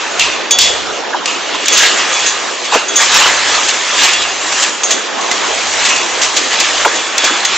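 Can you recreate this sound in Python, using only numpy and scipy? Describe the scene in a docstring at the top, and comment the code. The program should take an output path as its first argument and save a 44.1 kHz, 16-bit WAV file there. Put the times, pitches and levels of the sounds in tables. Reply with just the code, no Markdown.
"""A loud hiss runs throughout, drifting a few dB, over a low rumble that swells as the gate shakes.
From 0.2 s a dog climbs a chain-link gate: paw shoves rattle the mesh, a blur of tiny link taps.
From 0.2 s latch, frame and hinge also clank: damped steel modes, each with a noise crash from the wires.
From 1.1 s a few pushes thump through the pipes as short gliding tones; clanks go on to 7.4 s.
The sum is band-limited; its loudest peaks clip."""
import sys
import numpy as np
from scipy import signal
from scipy.fft import rfft, irfft, next_fast_len
from scipy.io import wavfile
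from scipy.ndimage import uniform_filter1d, map_coordinates

SR = 44100
rng = np.random.default_rng(int(sys.argv[2]) if len(sys.argv) > 2 else 0)


def generate_wav(signal):
    """Clip the signal to [-1, 1] and save it as 16-bit WAV at the path in sys.argv[1]."""
    frames = np.transpose(np.atleast_2d(signal))
    scaled = np.clip(frames, -1, 1) * 32767
    pcm = np.round(scaled).astype(np.int16)
    wavfile.write(sys.argv[1], SR, pcm)


N = 333837  # samples


def amp(db):
    """Linear gain of a level in dB."""
    return 10 ** (np.asarray(db) / 20)


def unit(x):
    """Scale x to rms 1."""
    return x / np.sqrt(np.mean(x ** 2) + 1e-20)


def along(points, hz):
    """Interpolate (f/Hz, value) points on a log-frequency axis."""
    f, v = np.transpose(points)
    return np.interp(np.log(hz + 1), np.log(f + 1), v)


def curves(rows):
    """Interpolate each column after t/s to one value per sample."""
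    s, *cols = np.transpose(rows)
    return [np.interp(np.arange(N) / SR, s, c) for c in cols]


def filtered(x, response):
    """Zero-phase filter: spectrum of x times response(hz)."""
    m = next_fast_len(N + SR // 2)
    return irfft(rfft(x, m) * response(np.fft.rfftfreq(m, 1 / SR)), m)[..., :N]


def stereo(pair, alike):
    """Mix two unrelated signals to left/right with the given correlation per frequency."""
    def mid_side_gains(hz):
        angle = np.arccos(np.clip(along(alike, hz), -1, 1)) / 2
        return np.array([np.cos(angle), np.sin(angle)])
    mid, side = filtered(pair, mid_side_gains)
    return np.array([mid + side, mid - side])


def patchy(pair, patchy_db):
    """Random smooth gain patches over time and frequency, patchy_db rms, shared by both channels."""
    z = signal.stft(pair, nperseg=512)[2]
    field = rng.standard_normal(z.shape[1:])
    field = uniform_filter1d(field, size=5, axis=0)
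    field = uniform_filter1d(field, size=8, axis=1)
    return signal.istft(z * amp(patchy_db * unit(field)), nperseg=512)[1][:, :N]


def wobble(rate_hz):
    """Smooth random curve through rate_hz knots per second."""
    knots = rng.standard_normal(int(N * rate_hz / SR) + 4)
    return map_coordinates(knots, [np.arange(N) * rate_hz / SR])


# lasting mesh motion under the dog's weight, relative levels:
# [t/s, rattle level/dB, slack low wires re rattle/dB, tight high links re rattle/dB]
MESH_JIGGLE = [(0, -23, 4, 0), (.17, -22, 3, 0), (.45, -29, 5, -14), (.95, -22, -9, -4), (1.2, -36, 3, -12),
               (1.62, -33, 3, -14), (1.98, -18.5, 5, 2), (2.52, -22.5, 3, 1), (2.88, -27, 0, -5),
               (3.8, -20, 1, 2), (4.42, -27, 6, -1), (4.8, -30, 5, 3), (5.08, -29, 6, -1),
               (5.6, -18, -1, 1), (6.1, -21, -1, 3), (6.95, -17.5, 3.5, 2), (7.15, -20, 1, -3),
               (7.57, -20, 1, -1)]
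# paw shoves, relative levels: [peak t/s, peak level/dB, rise over last 20 dB/s, t60/s,
# slack low wires re peak/dB, tight high links re peak/dB]
PAW_SHOVES = [(.21, -6, .03, .75, -15, -7.5), (.61, -4.5, .03, .62, -22, 0), (1.28, -15.5, .03, .9, -3, -2),
              (1.55, -15, .3, .15, -8, -19), (1.73, -9.5, .07, .8, -10, -3),
              (1.83, -4.5, .3, .8, -6.5, -3.5), (2.27, -15, .45, .7, -4, 1.5),
              (2.66, -15, .1, .25, -11, -8), (2.745, -9.5, .06, .45, -.5, -2), (3.02, -8.5, .12, .6, 0, 3),
              (3.16, -5.5, .12, 1.6, 1.5, -1.5), (3.55, -13, .45, 2.4, .4, 1.5),
              (4.02, -6.5, .2, 1.3, -2, -1.5), (4.62, -14.5, .45, .7, 2.5, 5),
              (4.92, -14, .12, .55, -1.5, 2.5), (5.35, -18, .3, 3, -1.5, 0),
              (5.85, -13, .35, 1.1, 1.5, -.5), (6.26, -16, .3, .5, -.5, -6), (6.37, -14, .05, .8, -8, 1.5),
              (6.53, -12, .05, .8, -1.5, -15), (6.64, -10.5, .12, .45, -8, -6),
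              (6.83, -12.5, .6, .15, -5, -7), (7.27, -12, .2, 1.2, 3.5, -2.5),
              (7.56, -11, .25, 1.1, -3, -6)]


def shaking():
    """Gains of middle, slack and tight wires: shove powers add to the jiggle power."""
    rattle_db, slack_db, tight_db = curves(MESH_JIGGLE)
    power = amp([rattle_db, rattle_db + slack_db, rattle_db + tight_db]) ** 2
    t = np.arange(N) / SR
    for peak_s, db, rise_s, t60_s, slack_db, tight_db in PAW_SHOVES:
        change_db = np.where(t < peak_s, 20 * (peak_s - t) / rise_s, 60 * (t - peak_s) / t60_s)
        swell = amp(db - change_db)
        power = power + (amp([[0], [slack_db], [tight_db]]) * swell) ** 2
    return np.sqrt(power)


def ticks(count, decay_cycles, size_db):
    """Wire links tap each other: short damped sines at random times, pitches and sizes."""
    when, pitch, size = rng.random((count, 3)).T
    hz = (500 * 16 ** pitch)[:, None]  # 500-8000 Hz
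    t = np.arange(120) / SR
    ring = np.sin(2 * np.pi * hz * t) * np.exp(-t * hz / decay_cycles)
    ring *= amp(size_db * np.log(size + .01))[:, None] * hz
    where = (when * N).astype(int)[:, None] + np.arange(120)
    return unit(np.bincount(where.ravel(), ring.ravel())[:N])


# rattle spectrum, relative, also colours the crashes: [f/Hz, level per Hz/dB]
MESH_SPECTRUM = [(120, -40.5), (200, -14), (395, -10), (581, -5), (1240, 1.5), (1450, -1), (1690, 4),
                 (2640, 4), (5380, 0.5), (6680, 3), (7330, 2), (8040, -6), (10500, -31), (17700, -120)]


def mesh():
    """Link taps blur into noise; slack wires carry the low part, tight links the high part."""
    middle_gain, slack_gain, tight_gain = shaking()
    taps = np.array([ticks(count=30000, decay_cycles=2.6, size_db=.5) for _ in range(2)])
    blur = patchy(.5 * taps + rng.standard_normal((2, N)), patchy_db=1.87)
    rattle = filtered(blur, lambda hz: amp(along(MESH_SPECTRUM, hz)))
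    under = lambda hz, edge_hz: 1 / (1 + (hz / edge_hz) ** 6)
    slack = filtered(rattle, lambda hz: under(hz, 2060))
    middle = filtered(rattle, lambda hz: under(hz, 4250) - under(hz, 2420))
    tight = filtered(rattle, lambda hz: 1 - under(hz, 4860))
    return amp(-6) * (middle_gain * unit(middle) + slack_gain * unit(slack) + tight_gain * unit(tight))


# steel contacts, relative levels: [t/s, crash level/dB, ring level/dB,
# part struck (0 frame, 1 latch, 2 hinge; fractions share), rise time constant of the crash/s]
STEEL_CONTACTS = [(0.195, 0.5, -21, .1, 0.001), (0.508, -0.5, -5, 1.73, 0.0013),
                  (0.5868, 4.5, -14.5, 1.07, 0.0012), (1.257, -4, -25, .06, 0.001),
                  (1.497, -29, -29, 1.1, 0.008), (1.547, -14.5, -30, .2, 0.0062),
                  (1.6575, -7, -20.5, 1.6, 0.001), (1.6817, 1, -22, .85, 0.001),
                  (1.7225, -15.5, -8.5, 1.98, 0.0045), (1.77, 3.5, -14, 1.98, 0.0093),
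                  (1.979, -35, -21.5, .55, 0.008), (2.12, -18.5, -13.5, 1.72, 0.0072),
                  (2.2598, -1.5, -9, 1.9, 0.008), (2.641, -9, -29, 1.05, 0.015),
                  (2.7242, -18, -24, .05, 0.00053), (2.8802, -29, -15, 1.76, 0.001),
                  (2.957, -6, -4.5, 1.83, 0.002), (3.108, -2.5, -20, 1.97, 0.021),
                  (3.47, -5.5, -22, 1.15, 0.014), (3.683, 0.5, -36, .4, 0.008),
                  (3.98, -17, -21, .15, 0.008), (4.03, 4, -24.5, .17, 0.013),
                  (4.13, -2.5, -19, .68, 0.0051), (4.218, -5, -26, .08, 0.0074),
                  (4.519, -5, -30, .07, 0.0087), (4.6233, 1.5, -30, .06, 0.008),
                  (4.833, -5, -10, 1.96, 0.0025), (4.9057, 1.5, -10, 1.84, 0.009),
                  (5.209, -12, -26, 1.87, 0.0043), (5.3136, -3, -33.5, 1.84, 0.0006),
                  (5.8473, 1, -26, .63, 0.012), (5.888, -0.5, -18.5, .08, 0.014),
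                  (5.9579, -5.5, -26, .82, 0.008), (6.2148, 3.5, -41, .47, 0.017),
                  (6.3634, 2.5, -29.5, .87, 0.0089), (6.5206, -9, -34.5, .8, 0.008),
                  (6.5979, 2, -31, 1.26, 0.0071), (6.8503, -9.5, -27.5, .85, 0.001),
                  (6.95, -21, -14, 1.72, 0.01), (7.1796, -1.5, -19, 1.37, 0.001),
                  (7.241, 1, -17.5, 1.41, 0.008), (7.449, 0.5, -14, 1.76, 0.0022)]
# modes of frame, latch, hinge, one list each, relative: [f/Hz, level/dB, t60/s]
STEEL_MODES = [
    [(2560, -8, 0.73), (2780, -6, .5), (2768, -2.5, .3)],
    [(3405, -5, .6), (3774, -11, .2), (4600, -14, .4), (5250, -18, .3)],
    [(6230, -12, 0.17), (6330, -20.5, 0.093), (6700, -8, 0.15), (6470, -15, 0.18), (7380, -20, 0.082)],
]


def clanks():
    """Each contact rings steel modes with wandering phase and shakes a noise crash out of the wires."""
    rings, crash = np.zeros((2, N + SR)), np.zeros((2, N + SR))
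    t = np.arange(SR * 3 // 10) / SR
    for start_s, crash_db, ring_db, part, rise_s in STEEL_CONTACTS:
        at = slice(round(start_s * SR), round(start_s * SR) + len(t))
        ring_onset = 1 - np.exp(-t / (rise_s + .0033))
        for k, modes in enumerate(STEEL_MODES):
            hz, db, t60_s = np.transpose(modes)[:, :, None]
            steps_rad = .083 * rng.standard_normal((len(modes), len(t)))
            phase = 2 * np.pi * hz * t + np.cumsum(steps_rad, axis=1)
            ring = (amp(db - 60 * t / t60_s) * np.exp(1j * phase)).sum(axis=0)
            share = max(0, 1 - abs(part - k))
            # left and right in quadrature
            rings[:, at] += amp(ring_db + 14.5) * share * ring_onset * [ring.imag, ring.real]
        decay = amp(-60 * t / .043) + .65 * amp(-60 * t / (12 * rise_s))
        fade = decay * (1 - np.exp(-t / rise_s))
        crash[:, at] += amp(crash_db + .5) * fade * rng.standard_normal((2, len(t)))
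    bright = lambda hz: amp(along(MESH_SPECTRUM, hz) + 3) * hz ** 2 / (hz ** 2 + 2300 ** 2)
    return rings[:, :N] + filtered(crash[:, :N], bright)


# pushes along the pipes, level before the onset ramp:
# [t/s, level/dB, first f/Hz, last f/Hz, t60/s, rms pitch waver/fraction]
PIPE_PUSHES = [(1.131, -11, 1670, 1630, 0.1, 0.06), (1.144, -3, 934, 892, 0.065, 0.09),
               (1.545, -9.5, 975, 890, 0.081, 0.25), (1.802, -11, 1741, 1635, 0.44, 0.01),
               (2.722, -1.5, 1050, 656, 0.06, .25), (2.735, -3, 1000, 720, .08, .3),
               (2.743, -5, 988, 1252, 0.14, 0.2), (2.755, 0.5, 502, 460, 0.07, 0.3),
               (3.257, -1.5, 1400, 1180, 0.061, 0.3), (5.312, -6.5, 1985, 2080, 0.073, 0),
               (6.847, 0, 2250, 2500, 0.045, .15), (6.848, 1.5, 1500, 900, 0.09, .25),
               (6.858, -2, 800, 420, .09, .3), (7.235, -9, 560, 420, .12, .4),
               (7.303, -12, 384, 320, 0.17, 0.42)]
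GLIDE_S = .009  # time constant towards last f


def thumps():
    """Bending waves in a pipe disperse, so a push glides in pitch; loose joints roughen it."""
    out, t = np.zeros((2, N + SR)), np.arange(SR // 6) / SR
    for start_s, db, first_hz, last_hz, t60_s, rough in PIPE_PUSHES:
        hz = last_hz + (first_hz - last_hz) * np.exp(-t / GLIDE_S)
        waver = 1 + rough * unit(uniform_filter1d(rng.standard_normal((2, len(t))), size=60))
        tone = np.sin(2 * np.pi * np.cumsum(hz * waver, axis=1) / SR)
        envelope = amp(db - 60 * t / t60_s) * (1 - np.exp(-t / .0017))
        out[:, round(start_s * SR):][:, :len(t)] += envelope * tone
    return filtered(out[:, :N], lambda hz: hz ** 4 / (hz ** 4 + 250 ** 4))  # thin pipes radiate no bass


# hiss course, relative: [t/s, level/dB]
HISS_LEVEL = [(0, -21.5), (.44, -21.5), (2.5, -23), (4.58, -25), (5.23, -20), (7.57, -25)]
# hiss spectrum, relative: [f/Hz, level per Hz/dB]
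HISS_SPECTRUM = [(100, -56), (160, -17.5), (350, -5), (730, -5.5), (1080, -6.5), (1700, -11), (2000, -13),
                 (3500, -13.5), (5000, -19.5), (6800, -18), (7600, -27.5), (7800, -47.5), (9000, -81)]
# hiss left-right correlation: [f/Hz, correlation/-1..1]
HISS_ALIKE = [(150, -0.75), (260, -0.25), (480, 0.47), (950, 0.58), (1900, 0.93), (3800, 0.47),
              (7590, 0.87)]


def hiss():
    """Broad patchy noise, its bass partly opposite left to right."""
    noise = patchy(rng.standard_normal((2, N)), patchy_db=2.5)
    coloured = filtered(noise, lambda hz: amp(along(HISS_SPECTRUM, hz)))
    return amp(curves(HISS_LEVEL)[0] + 2.1) * unit(stereo(coloured, HISS_ALIKE))


# rumble spectrum, relative: [f/Hz, level per Hz/dB]
RUMBLE_SPECTRUM = [(15, -19.5), (30, -6), (125, -1.2), (175, -13), (260, -24.5), (500, -85)]
RUMBLE_DB, RUMBLE_GROWS = -30, .85  # mean level at shaking gain 1; dB per dB of shaking


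def rumble():
    """Lumpy low noise, mostly opposite left to right, that swells when the gate shakes."""
    noise = filtered(rng.standard_normal((2, N)), lambda hz: amp(along(RUMBLE_SPECTRUM, hz)))
    wide = unit(stereo(noise, [(30, -.2), (60, -.85), (200, -.85)]))  # f/Hz, correlation
    return amp(RUMBLE_DB + 4 * wobble(rate_hz=4)) * shaking()[0] ** RUMBLE_GROWS * wide


# gate left-right correlation: [f/Hz, correlation/-1..1]
GATE_ALIKE_BY_HZ = [(130, 0.87), (280, 0.99), (670, 1), (1200, 1), (2260, 0.94), (7590, 0.77)]


def scene():
    """Sum gate, hiss and rumble; gate and hiss lean a little to the right."""
    gate = stereo(mesh() + clanks() + thumps(), GATE_ALIKE_BY_HZ)
    return gate * amp([[-.3], [.3]]) + hiss() * amp([[-.8], [.8]]) + rumble()


BAND_HZ, TOP_HZ = 8300, 15750  # cutoffs before and after clipping


def record(dry):
    """Band-limit with a small step down near the edge, then clip, which splatters above the band."""
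    band = filtered(dry, lambda hz: np.where(hz < 7650, 1, amp(-2.5)) * (hz < BAND_HZ))
    clipped = np.clip(band, -.94, .94)
    return filtered(clipped, lambda hz: hz < TOP_HZ)


dry = scene()
out = record(dry)
generate_wav(out)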